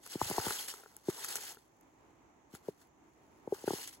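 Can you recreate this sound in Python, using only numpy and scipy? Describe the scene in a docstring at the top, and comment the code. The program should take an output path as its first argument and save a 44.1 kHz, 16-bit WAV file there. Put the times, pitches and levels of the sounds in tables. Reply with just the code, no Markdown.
"""Dry flakes rustle and slide in a thin plastic tub, shaken in one hand close to a stereo microphone.
They move in three bouts, with a faint stir before the last: grain rubs on grain and scrapes the tub.
Lumps tick on the plastic, the tub knocks hollowly as it flexes, and the heap lands with dull thuds.
The place is outdoors: quiet open air lies behind, with a thin band of insects far off."""
import sys
import numpy as np
from scipy import signal
from scipy.fft import rfft, irfft, next_fast_len
from scipy.io import wavfile
from scipy.ndimage import uniform_filter1d, map_coordinates

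SR = 44100
rng = np.random.default_rng(int(sys.argv[2]) if len(sys.argv) > 2 else 0)


def dump_mix(stems):
    """Bounce the given channels to the path in sys.argv[1] as a 16-bit WAV at rate SR."""
    frames = np.atleast_2d(stems).T  # one column per channel
    limited = np.clip(frames, -1, 1)  # hard clip at full scale
    pcm = np.round(limited * 32767).astype(np.int16)
    wavfile.write(sys.argv[1], SR, pcm)


N = 176400

# Flow of the sliding grains, one list a movement: time_s, level_db
GRAIN_FLOW = [
    [(0.0, -76), (0.066, -51.5), (0.082, -56.5), (0.134, -46), (0.184, -56.5), (0.218, -44), (0.418, -44),
     (0.484, -39.5), (0.586, -44), (0.608, -41), (0.674, -52), (0.684, -42.5), (0.81, -64), (0.87, -66.5)],
    [(1.028, -72.5), (1.104, -48), (1.114, -54), (1.232, -47), (1.248, -45), (1.272, -51), (1.304, -42),
     (1.346, -46.5), (1.358, -42.5), (1.384, -47), (1.514, -49), (1.57, -69.5), (1.7, -83)],
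    [(2.48, -93), (2.553, -56.5), (2.61, -83.5), (2.688, -63), (2.73, -78), (2.788, -77.5), (2.812, -66.5),
     (2.9, -91.5)],
    [(3.44, -81), (3.5, -72.5), (3.54, -58), (3.604, -60.5), (3.626, -56.5), (3.648, -62), (3.676, -46.5),
     (3.84, -47.5), (3.866, -54.5), (3.88, -48), (3.922, -64.5), (3.93, -51.5), (4.0, -81)],
]
# Grain rubbing on grain: frequency_hz, level_db
RUSTLE_SPECTRUM = [(200, -26.5), (1200, -11), (2000, 1), (2500, -2), (3200, 0.5), (4000, -1.5), (4800, 1),
                   (6500, 0.5), (8300, -0.5), (10500, 0.5), (13000, -3.5), (14300, -14), (16000, -3.5)]
# The tub's answer to scraping grains: frequency_hz, level_db
SCRAPE_SPECTRUM = [(30, -23.5), (110, -13.5), (300, -2), (415, 6.5), (590, -1.5), (850, 7.5), (1150, 1),
                   (1500, 3), (2150, -6.5), (2600, -30), (5000, -9)]
# How hard the load bears on the plastic: time_s, scrape_gain_db
LOAD_BEARING = [(.1, -1), (.25, 4), (.45, 7), (.68, -1.5), (.8, 7.5), (1.2, 3), (1.35, -0.5), (1.5, 0.5),
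                (3.55, 9.5), (3.8, -1), (3.88, -13)]
# Lumps striking the plastic: start_s, tick_level_db, tap_level_db
LUMP_HITS = [(0.0638, -31.5, -52), (0.0752, -34.5, -56), (0.2997, -22.5, -44), (0.399, -34, -33.5),
             (.483, -24.5, -35), (0.5072, -30.5, -29), (0.6864, -27, -74), (0.7395, -34, -44),
             (.8355, -50, -48.5), (.860, -59, -46.5), (0.9665, -33, -61), (1.0997, -29.5, -42.5),
             (1.246, -21, -46.5), (1.2875, -31, -63.5), (1.3558, -18.5, -41), (1.3846, -40, -43.5),
             (1.547, -41, -57), (1.571, -54, -50), (1.811, -49, -74), (2.5505, -32, -47.5),
             (3.681, -45, -32), (3.8755, -26, -81), (3.929, -43, -66)]
# Colour of a lump's tick: frequency_hz, gain_db
TICK_SPECTRUM = [(300, -24.5), (1500, 6.5), (4000, -8.5), (6500, 7), (11500, 11), (16000, -6.5)]
# The tub's modes under a lump: pitch_hz, gain_db, t60_s
TUB_MODES = [(426.6, -1.5, 0.038), (860, -1, .014), (1376, 1, .015), (1750, -4, 0.0084)]
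# Knocks of the flexing tub: start_s, base_pitch_hz, base_gain_db, wall_gain_db, thump_gain_db
FLEX_KNOCKS = [(.1540, 345, 13, -5.5, 8), (0.2143, 380, 6, 17, 5), (0.2996, 305, 3, -2, 0),
               (.3110, 379, 6, 5.5, 3), (0.381, 370, 12.5, 14, 2), (0.466, 380, 8, 8, 5),
               (1.0840, 358, 19, -1.5, 13.5), (2.5357, 248, -13.5, -27, 1), (2.6841, 407, 15, -5, 1),
               (3.4743, 407, 7, -5.5, -1.5), (3.5225, 407, 22, 0, 2), (3.6392, 418, 4.5, -17, -2),
               (3.6765, 397, 22, 4, 7), (3.7054, 366, 16, 7.5, 4), (3.7332, 374, 14.5, -3, 5)]
# The heap landing against the side: start_s, level_db
HEAP_LANDINGS = [(0.225, -38.5), (0.261, -46), (0.321, -49), (.389, -38), (0.478, -45)]
# Phase of the tub between the microphone's two ports: frequency_hz, left_lead_rad
MIC_PHASE = [(0, 0), (900, .7), (1500, .6), (2400, 2.9), (3200, -.8), (4400, -1), (5200, -2.6),
             (6300, -6.2), (7300, -6.4), (9100, -9.4), (11300, -12.5), (13600, -15.7), (15600, -18.9)]
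# Likeness of the grain noise at the two ports: frequency_hz, correlation
MIC_LIKENESS = [(100, .9), (500, .8), (1100, .55), (1700, .85), (3000, .4), (5000, .4), (6500, .9),
                (15000, .88)]
# Balance of the tub between the two ports: frequency_hz, left_minus_right_db
MIC_BALANCE = [(100, 3), (350, 0.6), (700, 4.5), (1200, 4), (2000, -0.5), (4800, 2.5), (7000, -0.5)]
# Colour of the open air: frequency_hz, level_db
AIR_SPECTRUM = [(20, -33), (53, -9), (227, -9), (305, -2.5), (509, -13), (900, -8.5), (1500, -20.5),
                (2100, -20.5), (5010, -39), (6730, -33.5), (9000, -48), (15500, -43.5)]
# Slow swell of the air: time_s, level_db
AIR_SWELL = [(1.65, -70.5), (2.068, -67), (2.866, -71), (3.44, -66)]
# Likeness of the air left and right: frequency_hz, correlation
AIR_LIKENESS = [(50, 0.9), (300, 0.61), (1200, 0.033)]

FULL_FLOW_DB, GRAINS_PER_S = -45.5, 5500  # full flow, and the impact rate there
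RUSTLE_DB, FLAKE_DB, WALL_RING_DB, SCRAPE_DB = 0.5, -4.5, -15, -9
TUB_TREBLE_HZ = 1320  # taps tilt about this point; knocks roll off near it


def sliding_grains():
    """More flow means more and louder grains; they move in clumps, scrape the tub and ring its wall."""
    ring_hz, ring_width_hz = 4280, 220
    flow_db = curve([row for movement in GRAIN_FLOW for row in movement])
    above_full_db = flow_db - FULL_FLOW_DB
    rate = GRAINS_PER_S * amp(0.6 * above_full_db)
    clumps_db = 1.5 * wobble(170)
    fine = coloured(patchy_colour(grain_impacts(rate)), RUSTLE_SPECTRUM, MIC_LIKENESS)
    coarse = coloured(patchy_colour(np.array([flakes(), flakes()])), RUSTLE_SPECTRUM, MIC_LIKENESS)
    ring = unit(filtered(grain_impacts(rate), lambda hz: (1 + 2j * (hz - ring_hz) / ring_width_hz) ** -2))
    rustle = amp(RUSTLE_DB) * fine + amp(FLAKE_DB) * coarse + amp(WALL_RING_DB) * ring
    scrape_db = FULL_FLOW_DB + 0.9 * above_full_db + SCRAPE_DB + curve(LOAD_BEARING) + 2 * wobble(90)
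    scrape = coloured(grain_impacts(rate), SCRAPE_SPECTRUM, MIC_LIKENESS)
    return rustle * amp(flow_db + clumps_db) + scrape * amp(scrape_db)


def grain_impacts(per_s, spread_db=3):
    """Fine grains collide: two trains of tiny impacts of uneven size, with steady power at any rate."""
    chance = np.clip(per_s / SR, 1e-4, 1)
    size = amp(np.clip(rng.standard_normal((2, N)), -3, 2.5) * spread_db)
    sign = rng.choice([-1, 1], (2, N))
    hits = rng.random((2, N)) < chance
    return unit(hits * size * sign / np.sqrt(chance))


def flakes(per_s=2200, decay_cycles=7.4, spread_db=4.5):
    """Coarse flakes collide at random, each ringing for a few cycles at its own pitch."""
    when, pitch, strength = np.hsplit(rng.random((int(per_s * N / SR), 3)), 3)
    start = (when * N).astype(int)
    hz = 1200 + 14500 * pitch ** 1.3
    size = amp(spread_db * np.minimum(-np.log(1 - strength), 3))
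    age = np.arange(256)
    cycles = hz * age / SR
    decay = np.exp(-cycles / decay_cycles) * (1 - age / len(age))
    rings = size * np.sqrt(hz) * np.sin(2 * np.pi * cycles) * decay
    return unit(np.bincount((start + age).ravel(), rings.ravel(), N)[:N])


def patchy_colour(grains, depth_db=2.2):
    """Random gains, a few hundred Hz wide and some 20 ms long, give the rustle a flickering colour."""
    spectra = signal.stft(grains, nperseg=512)[2]
    patches = rng.standard_normal(spectra.shape[1:])
    for axis in (0, 1):
        patches = uniform_filter1d(patches, size=4, axis=axis)
    return unit(signal.istft(spectra * amp(depth_db * unit(patches)))[1][:, :N])


def lump_ticks():
    """A lump hits the plastic: a snap, a bright crack, a hollow tap and a brief spill of grains."""
    snap_gain_db, burst_gain_db, big_lump_db, light_tap_db = -8, -7.5, -20.5, -54
    crack_t60_s, spill_t60_s, detune = 0.0052, 0.067, 0.025
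    t = np.arange(SR // 10) / SR
    snaps, burst_envelope, taps = np.zeros((3, N + SR))
    for start_s, tick_db, tap_db in LUMP_HITS:
        at = round(start_s * SR)
        snaps[at] = amp(tick_db + snap_gain_db)
        crack = amp(-60 * t / crack_t60_s)
        spill_db = tick_db - big_lump_db - 11  # bigger lumps shake more grains loose
        spill = amp(spill_db - 60 * t / spill_t60_s)
        burst_envelope[at:][:len(t)] += amp(tick_db + burst_gain_db) * (crack + spill)
        for hz, mode_db, t60_s in TUB_MODES:
            tilt_db = 0.2 * (tap_db - light_tap_db) * np.log2(hz / TUB_TREBLE_HZ)  # harder is brighter
            ring = rng.choice([-1, 1]) * np.sin(2 * np.pi * hz * (1 + detune * rng.standard_normal()) * t)
            taps[at:][:len(t)] += amp(tap_db + mode_db + tilt_db - 60 * t / t60_s) * ring
    snap = filtered(snaps[:N], lambda hz: amp(along(TICK_SPECTRUM, hz)))
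    hiss = coloured(rng.standard_normal((2, N)), TICK_SPECTRUM, MIC_LIKENESS)
    return snap + burst_envelope[:N] * hiss + taps[:N]


def tub_knocks():
    """The loaded base, the wall and the whole tub answer a blow; thin plastic delivers the lows last."""
    wall_hz, thump_hz, uneven_step_hz = 841, 192, 98.4
    firm_db, firm_q, bend_delay_cycles = 10.5, 2.66, 0.82
    n = 8192
    hz = np.fft.rfftfreq(n, 1 / SR) + 1

    def band(centre_hz, octaves, q=0):
        """A bell in log frequency, sharpened into a resonance by q."""
        bell = np.exp(-.5 * (np.log2(hz / centre_hz) / octaves) ** 2)
        return bell / np.hypot(1, q * (hz / centre_hz - centre_hz / hz))

    wall = band(wall_hz, octaves=0.77, q=4.3)
    thump = band(thump_hz, octaves=0.66)
    out = np.zeros(N + SR)
    for start_s, base_hz, base_db, wall_db, thump_db in FLEX_KNOCKS:
        # A firm blow lifts the load off the base, which then rings longer.
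        base = band(base_hz, octaves=0.53, q=firm_q * amp(0.5 * (base_db - firm_db)))
        gain = amp(base_db) * base + amp(wall_db) * wall + amp(thump_db) * thump
        # Soft blows, which barely stir the wall, lose their top.
        top_hz = TUB_TREBLE_HZ * 2 ** (0.022 * (wall_db - base_db))
        # The shifting load roughens the resonances.
        uneven_db = 2 * map_coordinates(rng.standard_normal(64), [hz / uneven_step_hz], mode="mirror")
        gain *= amp(uneven_db) / np.hypot(1, (hz / top_hz) ** 8)
        cepstrum = irfft(np.log(gain + gain.max() * amp(-50)))
        minimum_phase = 2 * rfft(cepstrum[:n // 2], n).imag
        # Bending waves bring each frequency equally many cycles late, so the knock falls in pitch.
        phase = minimum_phase - 2 * np.pi * bend_delay_cycles * np.log(hz / base_hz)
        out[round(start_s * SR):][:n // 2] += irfft(gain * np.exp(1j * phase))[:n // 2]
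    return out[:N]


def heap_thuds(pitch_hz=107, rise_s=0.0043):
    """The heap lands softly and rocks the whole tub for two or three slow cycles."""
    t = np.arange(SR // 10) / SR
    rock = np.sin(2 * np.pi * pitch_hz * t) * t / rise_s * np.exp(1 - t / rise_s)
    out = np.zeros(N + SR)
    for start_s, level_db in HEAP_LANDINGS:
        out[round(start_s * SR):][:len(t)] += amp(level_db) * rock
    return out[:N]


def open_air(gain_db=3, left_right_db=(-1, 1)):
    """Quiet open air all round: a low, wavering wash that leans a little to the right."""
    wash = coloured(rng.standard_normal((2, N)), AIR_SPECTRUM, AIR_LIKENESS)
    level_db = curve(AIR_SWELL) + gain_db + wobble(15)
    return wash * amp(level_db) * amp(left_right_db)[:, None]


def distant_insects(centre_hz=6600, width_hz=830, level_db=-82.5):
    """Far insects blend into one steady, narrow band of hiss."""
    band = lambda hz: np.exp(-.5 * ((hz - centre_hz) / width_hz) ** 2)
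    return amp(level_db) * unit(filtered(rng.standard_normal((2, N)), band))


def amp(db):
    """Decibels to gain."""
    return 10 ** (np.asarray(db) / 20)


def unit(x):
    """Scaled to rms 1."""
    return x / np.sqrt(np.mean(x ** 2) + 1e-20)


def along(points, hz):
    """Rows of frequency_hz, value read on a log axis."""
    knots_hz, values = np.transpose(points)
    return np.interp(np.log(hz + 1), np.log(knots_hz + 1), values)


def curve(rows):
    """Rows of time_s, value drawn out to one value a sample."""
    return np.interp(np.arange(N) / SR, *np.transpose(rows))


def wobble(knots_per_s):
    """A smooth random curve."""
    return map_coordinates(rng.standard_normal(2000), [np.arange(N) * knots_per_s / SR], mode="mirror")


def filtered(x, response):
    """x passed through a frequency response."""
    n = next_fast_len(N + SR // 4)
    return irfft(rfft(x, n) * response(np.fft.rfftfreq(n, 1 / SR)), n)[..., :N]


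def coloured(pair, spectrum, likeness):
    """Two unrelated signals become a stereo pair of rms 1 with this spectrum and likeness."""
    angle = lambda hz: np.arccos(np.clip(along(likeness, hz), -1, 1)) / 2
    response = lambda hz: amp(along(spectrum, hz)) * [np.cos(angle(hz)), np.sin(angle(hz))]
    mid, side = filtered(pair, response)
    return unit(np.array([mid + side, mid - side]))


def mic_ports(hz):
    """Close sound reaches the microphone's two ports with different level and phase."""
    sides = np.array([[.5], [-.5]])
    lead_rad = np.interp(hz, *np.transpose(MIC_PHASE))
    return amp(sides * along(MIC_BALANCE, hz)) * np.exp(1j * sides * lead_rad)


def scene():
    """The tub close to the microphone, with open air and insects well behind it."""
    tub = sliding_grains() + lump_ticks() + tub_knocks() + heap_thuds()
    return filtered(tub, mic_ports) + open_air() + distant_insects()


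def record(dry, top_hz=15850):
    """Nothing passes above the band limit."""
    return filtered(dry, lambda hz: hz < top_hz)


dry = scene()
out = record(dry)
dump_mix(out)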